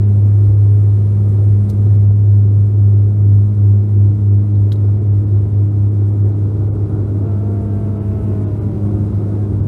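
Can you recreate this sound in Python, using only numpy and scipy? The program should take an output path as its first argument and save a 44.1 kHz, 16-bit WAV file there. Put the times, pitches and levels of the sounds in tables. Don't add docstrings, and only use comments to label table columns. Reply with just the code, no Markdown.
import sys
import numpy as np
from scipy import signal
from scipy.fft import rfft, irfft, next_fast_len
from scipy.io import wavfile
from scipy.ndimage import uniform_filter1d, minimum_filter1d

SR = 44100
rng = np.random.default_rng(int(sys.argv[2]) if len(sys.argv) > 2 else 0)


def gain_from_db(level_db):
    decades = np.asarray(level_db, float) / 20
    return 10 ** decades


def unload_audio(sound):
    columns = np.transpose(np.atleast_2d(sound))
    steps = np.round(np.clip(columns, -1, 1) * 32767)
    wavfile.write(sys.argv[1], SR, steps.astype(np.int16))


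N = 426447


def rms_one(x):
    return x / np.sqrt(np.mean(x ** 2) + 1e-20)


def in_time(rows):
    seconds, *columns = np.transpose(rows)
    return [np.interp(np.arange(N) / SR, seconds, column) for column in columns]


def at_hz(points, hz):
    table = np.array(points)
    return np.interp(np.log(hz + 1e-9), np.log(table[:, 0]), table[:, 1], left=-120, right=-120)


def drift(rate_hz):
    r = np.exp(-80 * np.pi * rate_hz / SR)
    noise = rng.standard_normal(N // 40 + 2002)
    slow = signal.lfilter([1], [1, -2 * r, r * r], noise)[2000:]
    return np.interp(np.arange(N) / 40, np.arange(len(slow)), rms_one(slow))


def swell(t, middle_s, half_s):
    return np.exp(-((t - middle_s) / half_s) ** 2)


def ring(clicks, hz, t60):
    r, w = gain_from_db(-60 / (t60 * SR)), 2 * np.pi * hz / SR
    return signal.lfilter([0, np.sin(w)], [1, -2 * r * np.cos(w), r * r], clicks + 1e-18)


def coloured(spectrum, band_hz, gust_db, gust_hz):
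    size = next_fast_len(N)
    hz = np.fft.rfftfreq(size, 1 / SR)
    gain = gain_from_db(at_hz(spectrum, hz))
    in_band = (hz > band_hz[0]) & (hz < band_hz[1])
    share = np.sum(gain[in_band] ** 2) / np.sum(gain ** 2)
    noise = rms_one(irfft(rfft(rng.standard_normal(size)) * gain, size)[:N])
    return noise / np.sqrt(share) * gain_from_db(gust_db * drift(gust_hz))


# time in seconds, blade tone in dB, second multiple in dB.
BLADE_LEVELS = [(0, -11, -32.5), (.6, -9, -40.5), (1.2, -9, -31.5), (1.7, -9.5, -29), (2.1, -7.5, -33.5),
                (2.6, -9.5, -33), (3.2, -9.5, -32), (4.2, -10.5, -27.5), (5.0, -12, -32.5),
                (6.25, -12.5, -31.5), (6.45, -15, -40), (6.9, -16, -38.5), (7.4, -16.5, -27.5),
                (8.4, -18.5, -26.5), (8.52, -18, -30.5), (8.85, -17.5, -24.5), (9.4, -17, -28.5),
                (9.67, -18, -31)]
# time in seconds, level in dB.
THIRD_LEVEL = [(0, -45), (.6, -40), (1.0, -47), (2.2, -44), (3.0, -37.5), (6.0, -34.5), (9.67, -32)]
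# multiple of the blade tone, level in dB.
HIGH_MULTIPLES = [(4, -53.5), (5, -59), (6, -60), (7, -61), (10, -72), (12, -67), (14, -74.5)]
# pitch in Hz, level in dB, growth in dB per second.
ENGINE_WHINES = [(964.5, -70, .8), (7251, -94, .4), (9394, -94, 0.01)]
# middle in seconds, change in dB, half length in seconds.
PHONE_SHIFTS = [
    (1.7, -6, 0.095),
    (5.49, -3, 0.04),
    (8.73, -6.5, .05),
]
# time in seconds, growth of the echo path in m/s, echo level in dB against the direct tone.
CLIMB_ECHO = [(0.0, 0.73, -18.0), (1.0, 2.18, -9.3), (1.7, 3.3, -19.4), (2.4, 6.23, -20.1),
              (3.4, 8.85, -7.6), (4.5, 11.98, -9.1), (6.0, 15.94, -13.1), (7.2, 19.19, -15.3),
              (8.2, 17.12, -12.9), (9.67, 22.38, -28.4)]


def propellers():
    blade_hz, sound_m_s, start_path_m = 102.05, 343, 3.13
    t = np.arange(N) / SR
    growth_m_s, echo_db = in_time(CLIMB_ECHO)
    path_m = start_path_m + np.cumsum(growth_m_s) / SR
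    per_m = 2 * np.pi * blade_hz / sound_m_s
    turn = 2 * np.pi * (blade_hz * t + .43)
    tone_db, second_db = in_time(BLADE_LEVELS)
    for s, change_db, half_s in PHONE_SHIFTS:
        tone_db = tone_db + change_db * swell(t, s, half_s)

    echo = gain_from_db(echo_db) * np.sin(turn - per_m * path_m)
    bounce_db = -17.2 - ((t - 2.28) / .33) ** 2
    echo += gain_from_db(bounce_db) * np.sin(turn - per_m * (2 * path_m + 1.26))
    out = gain_from_db(tone_db) * (np.sin(turn) + echo)

    runway_ends_s, grass_db_per_s = 2.56, 25.4
    runway = gain_from_db(-4.15 - grass_db_per_s * np.maximum(t - runway_ends_s, 0))
    twice = 2 * turn + .2 * drift(4.0)
    pair = np.sin(twice) + runway * np.sin(twice - 2 * per_m * (path_m + .247))
    out += gain_from_db(second_db + 0.56 * drift(2.2)) * pair

    third_db = in_time(THIRD_LEVEL)[0] + 2.0 * drift(2.5)
    out += gain_from_db(third_db) * np.sin(3 * turn + .2 * drift(4.0) + 1)
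    waver = 0.051 * drift(1.3)
    for multiple, level_db in HIGH_MULTIPLES:
        out += gain_from_db(level_db + 2.5 * drift(1.4)) * np.sin(multiple * (turn + waver))
    for hz, level_db, growth_db in ENGINE_WHINES:
        whine_db = level_db + growth_db * t + 1.5 * drift(1.8)
        out += gain_from_db(whine_db) * np.sin(2 * np.pi * hz * t + .5 * drift(1.9))
    return np.sqrt(2) * out


# start in seconds, peak in dB, pitch in Hz, ring time in seconds.
GEAR_THUMPS = [
    (.47, -17.5, 68, 0.17),
    (1.72, -19.5, 70.6, 0.17),
]


def thumps():
    out = np.zeros(N)
    for s, peak_db, hz, t60 in GEAR_THUMPS:
        push = np.zeros(N)
        push[round(s * SR)] = 1
        blow = ring(ring(push, hz, t60), hz, t60)
        out += gain_from_db(peak_db) * blow / np.max(abs(blow))
    return out


# time in seconds, piston rate in Hz, level of the third multiple in dB,
# brightness in dB per octave.
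PUMP_RUN = [
    (7.19, 204.7, -51, -2),
    (7.27, 230.9, -42, 0.5),
    (7.35, 218.6, -44, -.5),
    (7.46, 229.4, -41, -0.5),
    (8.3, 216, -43, .5),
    (8.64, 198, -45, 0),
    (8.95, 176.6, -45, -6),
    (9.4, 184, -43.5, -2.5),
    (9.5, 169.4, -51, 0),
]
# frequency in Hz, level in dB.
PIPE_COLOUR = [(175, 15), (220, 6.5), (440, 5.5), (540, 2), (700, 1), (900, -6.5), (1030, -8),
               (1160, -14.5), (1350, -12), (1550, -17), (1800, -30.5), (2050, -29), (2400, -32),
               (2700, -32.5), (3300, -44)]


def pump():
    start_s, stop_s = PUMP_RUN[0][0], PUMP_RUN[-1][0]
    on = slice(round(start_s * SR), round(stop_s * SR))
    rate_hz, level_db, bright_db = (curve[on] for curve in in_time(PUMP_RUN))
    t = np.arange(N) / SR
    running = np.clip(np.minimum(t - start_s, stop_s - t) / 0.033, 0, 1)[on]
    turn = 2 * np.pi * np.cumsum(rate_hz * (1 + 0.00083 * drift(7.6)[on])) / SR
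    flicker_db = 1.0 + .05 * (rate_hz.max() - rate_hz)
    out = np.zeros(N)
    for k in range(1, 15):
        accent_db = 2.2 * (k % 3 == 0) + bright_db * np.log2(max(k, 3) / 3)
        accent_db = accent_db + flicker_db * np.sqrt(k / 3) * drift(5.0)[on]
        pipe_hz = np.clip(k * rate_hz, PIPE_COLOUR[0][0], PIPE_COLOUR[-1][0])
        tone_db = level_db - 4.5 + at_hz(PIPE_COLOUR, pipe_hz) + accent_db
        out[on] += running * gain_from_db(tone_db) * np.sin(k * turn + k * k)
    return np.sqrt(2) * out


# middle in seconds, peak in dB, half length in seconds.
LOCK_RELEASE = (6.95, -49, .05)
# middle in seconds, peak in dB, half length in seconds.
OIL_SWELL = (8.2, -63.5, 0.65)
# frequency in Hz, level in dB per Hz.
OIL_COLOUR = [(1400, -8), (1700, 0), (2300, -1.5), (2900, -5), (3500, -18)]


def hydraulic_oil():
    t = np.arange(N) / SR
    s, peak_db, half_s = LOCK_RELEASE
    rush_colour = [(500, -10), (750, -2), (1000, -7), (1450, -3), (1650, -21)]
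    rush = coloured(rush_colour, (500, 1600), gust_db=1.5, gust_hz=30.0)
    rush = gain_from_db(peak_db) * swell(t, s, half_s) * rush
    s, peak_db, half_s = OIL_SWELL
    flow = coloured(OIL_COLOUR, (1600, 3500), gust_db=1.5, gust_hz=12.0)
    return rush + gain_from_db(peak_db) * swell(t, s, half_s) * flow


# start in seconds, peak in dB, brightness in dB, fading time (60 dB) in seconds.
TRIM_TICKS = [
    (1.6913, -43.5, 5.5, 0.066),
    (1.699, -47.5, 9, .06),
    (4.5538, -53, -2, 0.05),
    (4.7199, -29, -2, 0.065),
    (4.7569, -46, 2.5, 0.046),
]
# pitch in Hz, level in dB, fading time (60 dB) in seconds.
PANEL_MODES = [(1606, 1, 0.0091), (2090, -10.5, .02), (3340, -6.5, .012), (3840, -2, 0.014),
               (4130, -3.5, 0.007), (4910, -8, 0.017), (6180, -14, 0.013), (9440, -8.5, .02)]


def ticks():
    out, crackle, t = np.zeros(N), np.zeros(N), np.arange(N) / SR
    for s, peak_db, bright_db, t60 in TRIM_TICKS:
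        since = np.maximum(t - s, 0)
        fade_db = peak_db - 10.5 + bright_db - 60 * since / t60
        crackle += (1 - np.exp(-since / 0.002)) * gain_from_db(fade_db)
    strength_db = rng.normal(0, 2.5, (len(TRIM_TICKS), len(PANEL_MODES)))
    for k, (hz, level_db, t60) in enumerate(PANEL_MODES):
        clicks = np.zeros(N)
        for row, (s, peak_db, bright_db, _) in enumerate(TRIM_TICKS):
            click_db = peak_db + level_db - 6.5 - bright_db + strength_db[row, k]
            clicks[round((s + .0003) * SR)] = gain_from_db(click_db)
        out += ring(clicks, hz, t60)
    out = 0.23 * out + 0.33 * ring(out, 3900, 0.0018)
    for late_s, echo_db in [(.0042, -9.5), (.012, -22.0), (.0165, -18.0)]:
        if late_s == .0042:
            direct, echoes = out, np.zeros(N)
        echoes = echoes + gain_from_db(echo_db) * np.roll(direct, round(late_s * SR))
    out = direct + echoes
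    colour = [(1600, -20), (2500, -7.5), (4000, 0), (9000, -2.0), (14500, -5), (16000, -30.5)]
    return out + crackle * coloured(colour, (2500, 14000), gust_db=2.5, gust_hz=150.0)


# start in seconds, end in seconds, first pitch in Hz, last pitch in Hz, level in dB.
TRIM_SQUEAKS = [
    (3.302, 4.247, 3240, 3140, -83),
    (5.182, 5.55, 3150, 2910, -80.5),
    (5.821, 6.285, 3220, 3100, -79),
]


def squeaks():
    out = np.zeros(N)
    for start, end, start_hz, end_hz, level_db in TRIM_SQUEAKS:
        on = slice(round(start * SR), round(end * SR))
        count = on.stop - on.start
        glide = np.sin(2 * np.pi * np.cumsum(np.linspace(start_hz, end_hz, count)) / SR)
        loudness = gain_from_db(level_db + 0.5 + 2.5 * drift(5.0)[on])
        out[on] = loudness * np.sqrt(np.hanning(count)) * glide
    return out


# time in seconds, buffeting along the hull in dB, propeller wash at the window in dB.
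AIR_LEVELS = [(0.0, -37.5, -65), (0.24, -36, -65.5), (1.05, -37, -65.5), (1.8, -36, -65.5),
              (1.96, -36, -65), (2.13, -38, -68), (3.9, -38, -68), (4.23, -38, -68), (5.47, -36.5, -67.5),
              (5.84, -37, -68), (7.19, -32.5, -67.5), (7.59, -34.5, -67.5), (8.86, -33.5, -65.5),
              (9.67, -33.5, -66.5)]
# frequency in Hz, level in dB per Hz.
RUMBLE_COLOUR = [(20, -36), (32, -27), (40, -19.5), (50, -10.5), (65, -2), (90, 0), (130, -3), (160, -5),
                 (175, -9), (190, -14), (230, -34)]
ROAR_COLOUR = [(170, -24.5), (205, 1), (228, -2.5), (255, 1), (287, -5), (360, 0.5), (395, -3), (430, -4.5),
               (500, -13), (660, -17.5), (1000, -26), (1450, -30.5), (1650, -42.5), (2200, -58.5)]
WALL_COLOUR = [(1100, -22.5), (1600, 0.5), (2100, 0), (2900, -6.5), (3600, -7), (3820, -6), (4200, -9.5),
               (4900, -10), (5500, -11.5), (7000, -19)]
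HISS_COLOUR = [(4500, -19), (6000, -5), (7900, -3), (8150, -0.5), (9000, -1), (9450, -0.5), (9800, -3.5),
               (10600, -5.5), (11200, -8.5), (13000, -21), (16000, -26.5)]
# frequency in Hz, level in dB per Hz.
SEAL_COLOUR = [(10000, -17), (11500, -1), (12300, -0.5), (13300, -4.5), (14300, -3), (15700, -9),
               (16500, -41.5)]
# time in seconds, level in dB.
SEAL_LEAK = [(0, -81), (2, -78.5), (4.5, -80), (7, -77.5), (8.3, -73), (9.67, -75)]
# frequency in Hz, level in dB per Hz.
INTAKE_COLOUR = [(7600, -18), (8200, -1.5), (9500, -0.5), (10600, -1.5), (11300, -19)]


def airflow():
    buffet_db, wash_db = in_time(AIR_LEVELS)
    swing_db = buffet_db - buffet_db.mean()
    rumble = gain_from_db(-31.5 + 1.1 * swing_db) * coloured(RUMBLE_COLOUR, (120, 190), gust_db=1.5, gust_hz=1.6)
    roar = gain_from_db(buffet_db + 1.54) * coloured(ROAR_COLOUR, (320, 480), gust_db=0.73, gust_hz=15.0)
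    wall_db = wash_db + 4.5 + 0.15 * swing_db
    wall = gain_from_db(wall_db) * coloured(WALL_COLOUR, (1600, 3500), gust_db=0.35, gust_hz=14.0)
    hiss = gain_from_db(wash_db - 0.9) * coloured(HISS_COLOUR, (6000, 12000), gust_db=1.3, gust_hz=13.0)
    seal_db = in_time(SEAL_LEAK)[0]
    seal = gain_from_db(seal_db) * coloured(SEAL_COLOUR, (11000, 16000), gust_db=0.9, gust_hz=6.0)
    intake_ends_s, intake_fade_s = 2.0, .08
    leaving = .5 - .5 * np.tanh((np.arange(N) / SR - intake_ends_s) / intake_fade_s)
    intake = gain_from_db(-69.5) * leaving * coloured(INTAKE_COLOUR, (6000, 12000), gust_db=0.5, gust_hz=5.0)
    return rumble + roar + wall + hiss + seal + intake


def scene():
    machine = propellers() + thumps() + pump() + hydraulic_oil()
    return (machine + ticks() + squeaks() + airflow())[None, :]


def limiter(x):
    ceiling, hold_s = .7, .03
    span = round(hold_s * SR)
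    gain = minimum_filter1d(np.minimum(1, ceiling / (abs(x) + 1e-9)), size=2 * span)
    return x * uniform_filter1d(gain, size=span)


# frequency in Hz, threshold in dB against the usual strength there.
WEAK_LIMIT = [(1000, -40), (2500, -23.5), (4500, -21.5), (6500, -16), (8500, -20.5), (11500, -9.5),
              (12300, -8), (13000, -2), (13700, -0.5), (14200, -9.5), (14800, -1), (16000, 2.5)]
# middle in seconds, length in seconds, thinned above in Hz.
THIN_MOMENTS = [(.066, .04, 3600), (2.086, .04, 3200), (4.315, .04, 4200), (5.105, .04, 4000),
                (6.23, .02, 2400), (6.707, .04, 1700), (7.995, .02, 3200), (8.459, .02, 2200),
                (8.599, .02, 3200), (9.62, .02, 1800)]
THIN_FRAMES_S = [.193, .24, .565, .727, 1.47, 1.888, 1.981, 2.144, 2.956, 3.235, 3.978, 4.373, 4.535, 5.0,
                 5.255, 5.696, 5.905, 6.114]


def phone_thinning(x):
    size, offset = 1024, 325
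    n, k = np.arange(2 * size)[:, None], np.arange(size)
    window = np.sin(np.pi * (n + .5) / (2 * size))
    basis = window * np.cos(np.pi / size * (n + .5 + size / 2) * (k + .5))
    lead = 2 * size - offset
    count = (N + lead) // size + 2
    blocks = np.pad(x, (lead, count * size - N - lead)).reshape(count, size)
    lines = np.hstack([blocks[:-1], blocks[1:]]) @ basis
    hz = (k + .5) * SR / (2 * size)
    centre_s = (np.arange(1, count) * size - lead) / SR
    median_power = np.median(lines ** 2, axis=0)
    usual = np.sqrt(uniform_filter1d(median_power, size=24) / 0.68)

    jumps = rng.standard_normal((count - 1, size // 16))
    jumps = signal.lfilter([.8], [1, -.6], jumps, axis=0)
    jump_db = 5.0 + 4 * (hz > 12300)
    limit_db = at_hz(WEAK_LIMIT, hz) + jump_db * np.repeat(jumps, 16, axis=1)

    single = abs(centre_s[:, None] - THIN_FRAMES_S).min(axis=1) < size / SR / 2
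    edge_hz = np.where(single, rng.uniform(2800, 4200, count - 1), SR ** 2)
    for s, length_s, above_hz in THIN_MOMENTS:
        edge_hz[abs(centre_s - s) < length_s / 2] = above_hz
    octaves_below = np.maximum(np.log2(edge_hz[:, None] / hz), 0)
    limit_db = np.maximum(limit_db, 10 - 11 * octaves_below)

    strong = abs(lines) > usual * gain_from_db(limit_db)
    boost_db = 3 * (octaves_below < .5)
    kept = (lines * gain_from_db(boost_db) * strong) @ basis.T * 2 / size
    out = np.zeros_like(blocks)
    out[:-1] += kept[:, :size]
    out[1:] += kept[:, size:]
    return out.ravel()[lead:lead + N]


def band_limit(x):
    return signal.sosfilt(signal.butter(12, 15760, fs=SR, output="sos"), x)


def record(dry):
    mix = phone_thinning(limiter(dry[0]))[None, :]
    return band_limit(mix)


dry = scene()
out = record(dry)
unload_audio(out)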